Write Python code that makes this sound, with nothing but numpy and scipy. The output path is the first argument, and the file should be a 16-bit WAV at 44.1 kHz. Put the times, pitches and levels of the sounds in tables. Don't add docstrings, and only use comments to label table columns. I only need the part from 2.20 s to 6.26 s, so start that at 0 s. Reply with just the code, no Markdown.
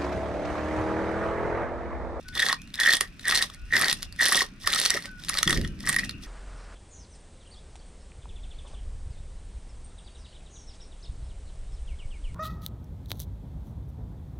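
import sys
import numpy as np
from scipy import signal
from scipy.fft import rfft, irfft, next_fast_len
from scipy.io import wavfile
from scipy.ndimage import map_coordinates

SR = 44100
rng = np.random.default_rng(int(sys.argv[2]) if len(sys.argv) > 2 else 0)


def voltage_ratio(level):
    return 10 ** (np.asarray(level, float) / 20)


def inscribe(sig):
    pcm = np.round(np.clip(np.atleast_2d(sig).T, -1, 1) * 32767)
    wavfile.write(sys.argv[1], SR, pcm.astype(np.int16))


N = 179237

# start t/s, length t/s, rasp level/dB, blade level/dB at the start, at the end
STROKES = [(0.16, .15, -33.5, -33.5, -30), (0.61, 0.14, -29, -27, -32), (0.807, 0.011, -38, -46, -31),
           (1.074, 0.15, -31.5, -26, -34.5), (1.539, 0.16, -30.5, -23, -29), (1.758, 0.079, -48, -64, -54),
           (2.012, 0.2, -27.5, -27.5, -30.5), (2.473, 0.2, -30.5, -29, -42.5),
           (2.711, 0.061, -35, -33.5, -31.5), (2.789, 0.067, -45.5, -91, -42),
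           (3.109, 0.1, -37, -36.5, -43), (3.272, 0.084, -34.5, -40, -34.5),
           (3.387, 0.064, -51.5, -54, -50), (3.673, 0.059, -37.5, -35.5, -33.5),
           (3.8, 0.045, -43.5, -43, -42.5), (4.026, 0.023, -47.5, -52, -50.5)]
LEAD_INS = [
    (.138, .02, -62, -53, -53),
    (.54, 0.052, -63, -73, -29),
    (1.0, 0.055, -51.5, -74, -44.5),
    (1.25, 0.088, -54.5, -69, -53),
    (2.412, 0.036, -47, -75, -48),
    (3.0, 0.067, -48, -63, -60),
    (3.59, 0.061, -51, -59, -49),
]


def knife():
    edge_db, first_db, last_db = np.transpose(STROKES + LEAD_INS)[2:]
    rasp_db = passes(edge_db - 4, edge_db, rise=0.031, fall=0.048, rest_db=-64)
    blade_db = passes(first_db, last_db, rise=0.027, fall=0.038, rest_db=-70.5)
    flesh_start_db = (edge_db + first_db) / 2 - 8 - 4.5
    flesh_end_db = (edge_db + last_db) / 2 - 8
    flesh_db = passes(flesh_start_db, flesh_end_db, rise=0.014, fall=0.049, rest_db=-72.5)
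    major, minor = scales(rasp_db)
    cracks = snaps(major + TICKS + minor)
    scrape = knocks() + rasp(rasp_db) + blade(blade_db, major) + flesh(flesh_db)
    return cracks, scrape


def passes(start_db, end_db, rise, fall, rest_db):
    t, power = np.arange(N) / SR, voltage_ratio(2 * rest_db)
    for (s, length, *_), a, b in zip(STROKES + LEAD_INS, start_db, end_db):
        held = a + (b - a) * np.clip((t - s) / length, 0, 1)
        before, after = np.maximum(s - t, 0), np.maximum(t - s - length, 0)
        power = power + voltage_ratio(2 * (held - 20 * before / rise - 20 * after / fall))
    return 10 * np.log10(power)


def chatter(share, spread_db, row_db):
    slips = (rng.random(N) < share) * rng.standard_normal(N)
    slips = slips * voltage_ratio(spread_db * rng.standard_normal(N))
    return unit(slips * voltage_ratio(row_db * np.tanh(wobble(130))))


# f/Hz, bandwidth f/Hz, level/dB
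EDGE = [(2270, 840, -9.5), (3400, 560, 3.5), (4250, 1180, 0.5), (5580, 860, 1.5), (9010, 800, -7.5),
        (11900, 2100, -20), (14800, 4800, -33)]


def rasp(level_db):
    slips = chatter(0.12, 4, 6.5) + 0.45 * rng.standard_normal(N)
    return voltage_ratio(level_db - 1.0) * unit(filtered(slips, modes(EDGE)))


# t/s, f/Hz
BEND = [(.2, 1840), (.68, 1830), (.82, 1880), (1.1, 1863), (1.25, 1875), (1.55, 1870), (2.0, 1859),
        (2.2, 1893), (2.5, 1873), (2.76, 1970), (3.1, 1906), (3.75, 1896), (3.85, 1920)]
# t/s, level/dB
CATCHES = [(.196, -16.5), (0.22, -15.5), (0.2283, -11.5), (0.264, -15.5), (0.6512, -13.5), (0.6611, -9.5),
           (0.6748, -9), (0.6922, -8.5), (.7075, -14), (0.7178, -13), (0.7349, -13), (1.1223, -14.5),
           (1.5249, -14), (1.536, -12), (1.5527, -13), (1.5582, -17), (1.5672, -9), (1.583, -18),
           (1.999, -15.5), (2.008, -11), (2.024, -16), (2.0308, -14), (2.1214, -15.5), (2.1747, -12.5),
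           (2.206, -14.5), (3.2779, -14), (3.2979, -16.5), (3.3281, -16.5), (3.6937, -14.5), (3.764, -12.5),
           (.1526, -50), (.171, -30), (0.6102, -14), (1.0532, -25.5), (1.0714, -32), (1.9905, -24),
         (2.7402, -29), (2.7747, -34), (3.3756, -25), (3.4478, -25), (3.6725, -18.5), (3.7431, -20),
         (3.7888, -16), (3.7944, -19), (3.8338, -23)]


def blade(level_db, major):
    hz, = curves(BEND)
    first = voltage_ratio(level_db - 0.5) * unit(sing(chatter(0.1, 2.4, 7.5), hz, width_hz=353))
    second_db = level_db - 3 - 0.8 * np.maximum(hz - 1856, 0)
    second = voltage_ratio(second_db) * unit(sing(chatter(0.071, 5.5, 9.5), 1.9 * hz, width_hz=350))
    recoils = [(s - 0.00118, db - 12.5) for s, db, _ in major]
    s, db = np.transpose(CATCHES + recoils)
    kicks = np.zeros(N)
    np.add.at(kicks, np.round(s * SR).astype(int), voltage_ratio(db))
    return first + second + sing(kicks, hz, width_hz=243)


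def sing(force, hz, width_hz):
    turn = np.exp(2j * np.pi * np.cumsum(hz) / SR)
    rate = np.pi * width_hz / SR
    swell = signal.lfilter([rate * np.e], np.poly([np.exp(-rate)] * 2), force / turn)
    return np.imag(turn * swell)


# f/Hz, bandwidth f/Hz, level/dB
FLESH = [(353, 390, -8), (916, 190, -4.5), (1258, 184, -4)]


def flesh(level_db):
    return voltage_ratio(level_db + 0.5) * unit(filtered(chatter(0.1, 3.7, 5.7), modes(FLESH)))


# t/s, level/dB
LARGE = [(.1531, -24), (.1778, -18), (.195, -17), (.202, -15), (.2255, -15.5), (.236, -25), (.2655, -15.5),
         (.2778, -27), (.2935, -19), (.3036, -24), (.6123, -34), (.6349, -14), (.6606, -15), (.728, -12.5),
         (.748, -15), (1.095, -17), (1.1251, -16), (1.1831, -20), (1.6298, -25), (1.6833, -16),
         (1.7145, -14), (2.0091, -32), (2.1475, -12), (2.1756, -13), (2.1928, -17), (2.5314, -12.5),
         (2.5896, -14), (3.2773, -9), (3.329, -15.5)]
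# t/s, level/dB
MIDDLE = [(.2872, -18), (.3287, -14), (.6013, -14), (.689, -15), (.7068, -13), (.7362, -11),
          (1.1114, -13.5), (1.148, -16), (1.1558, -11.5), (1.1757, -12.5), (1.1909, -23), (1.2256, -10),
          (1.6234, -14.5), (1.645, -17), (1.6987, -13.5), (2.0231, -17), (2.0442, -19), (2.0616, -11),
          (2.0786, -22), (2.1212, -24), (2.1674, -17), (2.2195, -18.5), (2.537, -12.5), (2.561, -14),
          (2.616, -18), (2.6393, -25), (2.6561, -14.5), (2.6612, -11.5), (3.1738, -19), (3.1885, -9.5)]
# t/s, level/dB, f/Hz
VARIED = [(0.7699, -16.5, 8700), (0.81, -9.5, 9800), (1.0829, -14.5, 8600), (1.1622, -13, 5950),
          (1.5669, -15.5, 5200), (1.5784, -20, 4940), (1.5949, -15, 11800), (1.7286, -10.5, 9740),
          (2.0164, -17.5, 8640), (2.0323, -12.5, 5800), (2.085, -15.5, 9990), (2.1255, -10.5, 10340),
          (2.207, -20.5, 6150), (2.475, -12, 5190), (2.5246, -19, 8800), (2.6002, -16, 9550),
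          (2.652, -17.5, 5840), (2.705, -9, 5860), (3.0964, -12.5, 9500), (3.231, -9, 5900),
          (3.2959, -18, 5800), (3.3077, -10, 8500), (3.6657, -21, 9500), (3.6745, -23, 5600),
          (3.6845, -24, 8550), (3.694, -12.5, 8500), (3.7285, -20, 8600), (3.744, -21, 9800),
          (3.764, -16.5, 9900), (3.7943, -18, 4300),
          (1.6145, -16, 8440), (1.658, -22, 4630), (2.074, -22, 4770), (2.1067, -22, 12200),
          (2.504, -23, 4000), (2.6994, -19.5, 4300), (3.1517, -26, 4000), (0.3438, -27, 4900),
          (.6395, -33, 8500), (0.7545, -20, 8600), (1.0893, -33, 8500), (1.1529, -19.5, 8400),
          (1.232, -24, 6000), (1.5344, -21.5, 3900), (1.5632, -26, 8950), (1.5871, -25, 9900),
          (1.9938, -32, 8550), (1.244, -31, 5750), (1.259, -36, 5800), (2.761, -36, 4500),
          (2.0403, -16.5, 8550), (2.1577, -23, 8000), (2.1715, -16.5, 8640), (2.4904, -33, 8500),
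          (2.5482, -17, 8400), (2.665, -26, 8500), (2.6898, -27, 4500), (2.701, -25.5, 4600),
          (3.0928, -18.5, 9300), (3.1422, -23, 4500), (3.1853, -16.5, 8500), (3.2547, -28, 4500),
          (3.2982, -25, 9100), (3.6904, -16, 8500), (3.7001, -18, 8600), (3.7199, -29, 4600),
          (3.7335, -21, 9000), (3.7518, -29, 10000), (3.788, -19.5, 5370)]


def scales(rasp_db):
    sized = []
    for rows, hz in [(LARGE, 3560), (MIDDLE, 4190)]:
        sized += [(s, db, hz * (1 + 0.056 * rng.standard_normal())) for s, db in rows]
    gap_s = 0.03
    slots = np.arange(1, int(N / SR / gap_s) - 1)
    s = (slots + rng.random(len(slots))) * gap_s
    db = rasp_db[(s * SR).astype(int)] - 1 + 2 * rng.standard_normal(len(slots))
    hz = 4600 * np.exp(0.25 * rng.standard_normal(len(slots)))
    return sized + VARIED, list(zip(s, db, hz))


# t/s, level/dB, f/Hz
TICKS = [(.0845, -37, 5100), (0.419, -36, 5230), (0.5422, -23, 3680), (0.549, -29.5, 3970),
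         (0.5563, -29, 5240), (0.9962, -33, 3920), (1.034, -37.5, 3560), (1.0553, -26.5, 4050),
         (1.301, -30.5, 3480), (1.34, -41, 5500), (1.83, -22.5, 5020), (1.926, -34.5, 4540),
         (2.422, -35.5, 3700), (2.461, -38, 5450), (2.8573, -28, 5000), (3.0384, -30, 3920),
         (3.086, -23, 4340), (3.1353, -29, 5400), (3.358, -33, 5170), (3.3752, -23.5, 4760),
         (3.4145, -28.5, 4800), (3.4491, -25.5, 3300), (3.4765, -32, 5700), (3.6062, -36, 5170),
         (3.8474, -32, 2660), (3.895, -22, 4270), (3.911, -34, 4850), (4.027, -41, 9200),
         (.088, -34, 4500), (.1476, -47, 8500), (.476, -43, 4020), (.504, -46, 4040), (0.8443, -43, 4500),
          (.876, -46, 4570), (1.0109, -44, 9400), (1.3183, -49, 8500), (1.347, -36.5, 8500),
          (1.824, -31.5, 4500), (1.9627, -40, 8500), (2.2542, -40, 6000), (2.426, -44, 8600),
          (2.7819, -42, 8500), (2.8116, -47, 8500), (2.8244, -31, 4360), (2.8921, -43.5, 4500),
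          (3.049, -31.5, 5060), (3.5915, -47, 4500), (3.6571, -29, 9000), (3.8496, -34, 8600),
          (3.8581, -36, 6000), (4.0227, -50, 8500)]
# f/Hz, density level/dB per Hz
CRACK = [(180, -54), (300, -12), (737, -13.5), (1870, 4), (2740, -1), (3890, 4.5), (6520, -2), (10400, -3),
         (16000, -22)]
# f/Hz, level/dB
DULL = [(5000, 0.5), (8000, -3.5), (14000, -3.5)]


def snaps(rows):
    bright, dull, ring = np.zeros((3, N + SR))
    lead = 220
    t = (np.arange(SR // 40) - lead) / SR
    before, after = np.minimum(t, 0), np.maximum(t, 0)
    onset = 0.55 * voltage_ratio(60 * before / 0.013)
    decay = voltage_ratio(-60 * after / 0.0056) + 0.13 * voltage_ratio(-60 * after / 0.028)
    shape = np.where(t < 0, onset, decay)
    for s, db, hz in rows:
        i = round((s - 0.0002) * SR) - lead
        grit = rng.standard_normal(len(t))
        grit[lead] = 3.5
        small = np.log2(hz / 4500)
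        crack_db = db + 9.1 * min(small, 0) - 3.0 * max(small, 0)
        crack = dull if hz < 5000 else bright
        crack[i:i + len(t)] += voltage_ratio(crack_db) * grit * shape
        ring[i:i + len(t)] += voltage_ratio(db - 60 * np.abs(t) * hz / 19) * np.sin(2 * np.pi * hz * t)
    crack = bright[:N] + filtered(dull[:N], lambda hz: voltage_ratio(along(DULL, hz)))
    f = np.fft.rfftfreq(1024, 1 / SR)
    fold = irfft(np.log(voltage_ratio(along(CRACK, f)) + 1e-4))
    fold[1:512] *= 2
    colour = irfft(np.exp(rfft(fold[:512], 1024)))
    crack = signal.fftconvolve(crack, colour / np.linalg.norm(colour))[:N]
    return voltage_ratio(-2.0) * crack + ring[:N]


# t/s, level/dB, f/Hz
KNOCKS = [(0.287, -25.5, 1120), (0.308, -26.5, 1110), (0.3281, -22.5, 1065), (.3285, -23.5, 1240),
          (0.6894, -27, 1340), (0.8084, -24.5, 1204), (1.124, -21, 1270), (1.6017, -29, 1296),
          (1.6187, -24.5, 1220), (2.1208, -18.5, 1163), (2.218, -21.5, 1080), (2.4742, -18, 1200),
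          (2.537, -25.5, 1290), (2.5613, -24.5, 1300), (2.657, -26, 1320), (2.7474, -27.5, 397),
          (2.755, -31, 600), (2.765, -33, 330), (2.774, -28, 1284), (3.0977, -26, 1237),
          (3.23, -19.5, 1306), (3.2945, -31, 1240), (3.305, -28, 1440), (3.326, -30.5, 490),
          (0.675, -30, 1230), (1.094, -26.5, 1204), (1.238, -32, 1155), (1.299, -40, 1210),
         (2.4415, -41, 1180), (3.1514, -28, 1260), (3.276, -29, 1260), (3.3284, -26, 1240),
         (3.452, -40.5, 1300), (3.638, -41, 1210), (3.6752, -30.5, 1160), (3.694, -30, 1140),
         (3.7653, -31, 1190), (0.8122, -32.5, 399), (1.5276, -39, 453), (1.5399, -38, 450),
         (2.1296, -53, 450), (2.2209, -29.5, 427), (2.5925, -35, 500), (2.6158, -35, 507)]


def knocks():
    x, t = np.zeros(N + SR), np.arange(SR // 25) / SR
    bump = t / 0.0016 * np.exp(-t / 0.0012)
    ring = voltage_ratio(-19.5 - 60 * t / 0.039) * np.minimum(t / 0.0048, 1) * (1 - 25 * t)
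    for s, db, hz in KNOCKS:
        x[round(s * SR):][:len(t)] += voltage_ratio(db + 12.5) * (bump + ring) * np.sin(2 * np.pi * hz * t)
    return x[:N]


# f/Hz, left-right level/dB
LEAN = [(300, -0.5), (1500, -0.5), (3500, 1), (6000, -1), (9000, -9.5), (14000, -11)]


def ports(cracks, scrape):
    drift = np.array([wobble(1500), wobble(1500)])
    scatter_db = [(2500, -17.5), (5000, -5.5), (13000, 7.0)]
    scatter = filtered((scrape + voltage_ratio(-9) * cracks) * drift, lambda hz: voltage_ratio(along(scatter_db, hz)))
    side = np.array([[0.5], [-0.5]])
    lag_s = 1.5 / SR
    return filtered(cracks + scrape + scatter,
                    lambda hz: voltage_ratio(side * along(LEAN, hz)) * np.exp(-2j * np.pi * hz * side * lag_s))


# f/Hz, reverberation time t60/s
SHELTER = [(300, 0.14), (3000, 0.13), (12000, 0.093)]


def shelter(dry):
    colour = [(700, -7.5), (2000, -7.5), (6000, -9.0)]
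    return filtered(echo(dry, SHELTER, 0.0006), lambda hz: voltage_ratio(along(colour, hz)))


# t/s, length t/s, from f/Hz, to f/Hz, level/dB
FROGS = [(0.046, 0.24, 1497, 1448, -53.5), (0.35, 0.14, 2200, 2900, -56), (0, .05, 2640, 2620, -66),
         (0.91, 0.083, 2640, 2560, -66), (1.36, 0.17, 1445, 1484, -65), (1.36, 0.17, 2500, 2840, -62),
         (1.75, 0.07, 2700, 2840, -57), (1.808, 0.135, 2840, 2690, -57), (2.868, 0.16, 1527, 1446, -50.5),
         (3.39, 0.12, 2800, 3000, -52.5), (3.48, 0.12, 1580, 1540, -66), (3.771, 0.17, 2390, 2790, -47),
         (3.92, 0.075, 2640, 2755, -54), (3.94, 0.12, 1485, 1490, -70)]


def frogs():
    x = np.zeros(N + SR)
    waver = np.pad(0.016 * wobble(70), (0, SR))
    blur = np.pad(unit(wobble(260)), (0, SR))
    for s, length, from_hz, to_hz, db in FROGS:
        i, count = round(s * SR), round(1.3 * length * SR)
        u = np.arange(count) / (1.3 * length * SR)
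        height = to_hz / 3000
        hz = to_hz + (from_hz - to_hz) * np.maximum(1 - 1.3 * u, 0) ** 1.3
        hz *= 1 + waver[i:][:count] * height ** 2
        swell = np.minimum(u / (0.27 * height ** 2), 1) * np.minimum((1 - u) / 0.38, 1)
        swell *= voltage_ratio(db + 9.5 - 20 * u ** 1.4)
        share = 0.85 * height ** 4
        swell *= 1 - share + share * blur[i:][:count]
        x[i:][:count] += swell * np.sin(2 * np.pi * np.cumsum(hz) / SR)
    x = x[:N] * voltage_ratio(0.8 * wobble(44.73))
    trees = voltage_ratio(-3) * echo(x, [(1000, 0.3), (3000, 0.25)], 0.012)
    return x * voltage_ratio([[1.5], [-1.5]]) + trees


# f/Hz, density level/dB per Hz
DEEP = [(12, -30), (20, 5.5), (70, 0), (110, -6), (140, -65), (240, -120)]
# f/Hz, density level/dB per Hz
BODY = [(47, -36), (80, -10), (139, 0), (193, 0), (285, -7), (700, -41), (910, -67), (1540, -120)]
# f/Hz, density level/dB per Hz
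FLUTTER = [(200, -37), (330, -1.5), (620, -16.5), (1000, -50)]


def rumble():
    deep_gain, body_gain = gusts()
    deep = deep_gain * voltage_ratio(3.2 * wobble(7.57)) * rush(DEEP, [(25, 0.96), (75, 0.72)])
    lumps_db = 1.8 * wobble(12)
    body = body_gain * voltage_ratio(lumps_db) * rush(BODY, [(100, 0.89), (400, 0.97)])
    flutter = body_gain ** 2 * voltage_ratio(21.5 + 2 * lumps_db) * rush(FLUTTER, [(300, 0.92)])
    return deep + body + flutter


# peak t/s, rise t/s, fall t/s, deep level/dB, body level/dB
GUSTS = [(1.44, 0.11, 0.13, -36, -74), (1.58, 0.094, 0.14, -62, -38.5), (1.73, 0.17, 0.43, -42, -52),
         (3.27, 0.018, 0.37, -37, -31), (3.375, 0.11, 0.26, -31.5, -33.5), (3.8, 1, 0.41, -36.5, -39.5),
         (3.5, 0.12, .15, -49, -40.5), (3.66, 0.1, 0.21, -45, -41), (3.93, 0.073, 0.17, -48, -47),
         (.15, 0.13, 0.073, -43.5, -53), (.9, .1, 0.082, -51, -56), (2.45, 0.066, 0.15, -45, -60)]


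def gusts():
    t, gain = np.arange(N) / SR, voltage_ratio(np.array([[-50.5], [-53]]))
    for s, rise, fall, *db in GUSTS:
        slope = 20 * np.maximum((s - t) / rise, (t - s) / fall)
        gain = np.hypot(gain, voltage_ratio(np.array(db)[:, None] - slope))
    return gain


# f/Hz, density level/dB per Hz
NIGHT = [(210, -22), (350, -2), (522, -13), (603, -6), (857, -18), (1410, -1), (2130, -9), (2460, 1.5),
         (3280, -12.5), (6850, -21), (8040, -25), (10200, -33), (16000, -35)]
# f/Hz, left-right correlation
ALIKE = [(60, 0.85), (240, 0.28), (950, 0.48), (3770, 0.12), (15000, 0.09)]


def night():
    return voltage_ratio(-58 + 1.2 * wobble(1.9)) * rush(NIGHT, ALIKE)


def rush(spectrum, alike):
    def turn(hz):
        return np.arccos(np.clip(along(alike, hz), -1, 1)) / 2
    pair = rng.standard_normal((2, N))
    mid, side = filtered(pair, lambda hz: voltage_ratio(along(spectrum, hz)) * [np.cos(turn(hz)), np.sin(turn(hz))])
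    return unit(np.array([mid + side, mid - side]))


def echo(x, t60s, wait):
    hz, t, z = signal.stft(rng.standard_normal((2, SR // 3)), SR, nperseg=128)
    fade = voltage_ratio(-60 * t / along(t60s, hz)[:, None])
    tail = signal.istft(z * fade, SR, nperseg=128)[1]
    late = np.pad(x, (round(wait * SR), 0))[None]
    return signal.fftconvolve(late, tail / np.linalg.norm(tail[0]), axes=1)[:, :N]


def modes(table):
    def response(f):
        return sum((-1) ** k * voltage_ratio(db) * 1j * f * w / (c * c - f * f + 1j * f * w)
                   for k, (c, w, db) in enumerate(table))
    return response


def filtered(x, response):
    m = next_fast_len(N + SR // 2)
    return irfft(rfft(x, m) * response(np.fft.rfftfreq(m, 1 / SR)), m)[..., :N]


def wobble(rate):
    knots = rng.standard_normal(int(N * rate / SR) + 4)
    return map_coordinates(knots, [np.arange(N) * rate / SR])


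def curves(rows):
    s, *cols = np.transpose(rows)
    return [np.interp(np.arange(N) / SR, s, c) for c in cols]


def along(points, hz):
    f, v = np.transpose(points)
    return np.interp(np.log(hz + 1), np.log(f + 1), v)


def unit(x):
    return x / np.sqrt(np.mean(x ** 2) + 1e-20)


def scene():
    cracks, scrape = knife()
    return ports(cracks, scrape) + shelter(cracks + scrape) + frogs() + rumble() + night()


def low_pass(x):
    return signal.sosfilt(signal.butter(12, 16640, fs=SR, output="sos"), x)


# f/Hz, level/dB
TOP = [(13000, -0.5), (15600, -7), (16300, -21), (17000, -56)]


def record(dry):
    rounded = dry / (1 + np.abs(dry / 0.78) ** 4) ** 0.25
    mix = filtered(rounded, lambda hz: voltage_ratio(along(TOP, hz)))
    return low_pass(mix)


dry = scene()
out = record(dry)
inscribe(out)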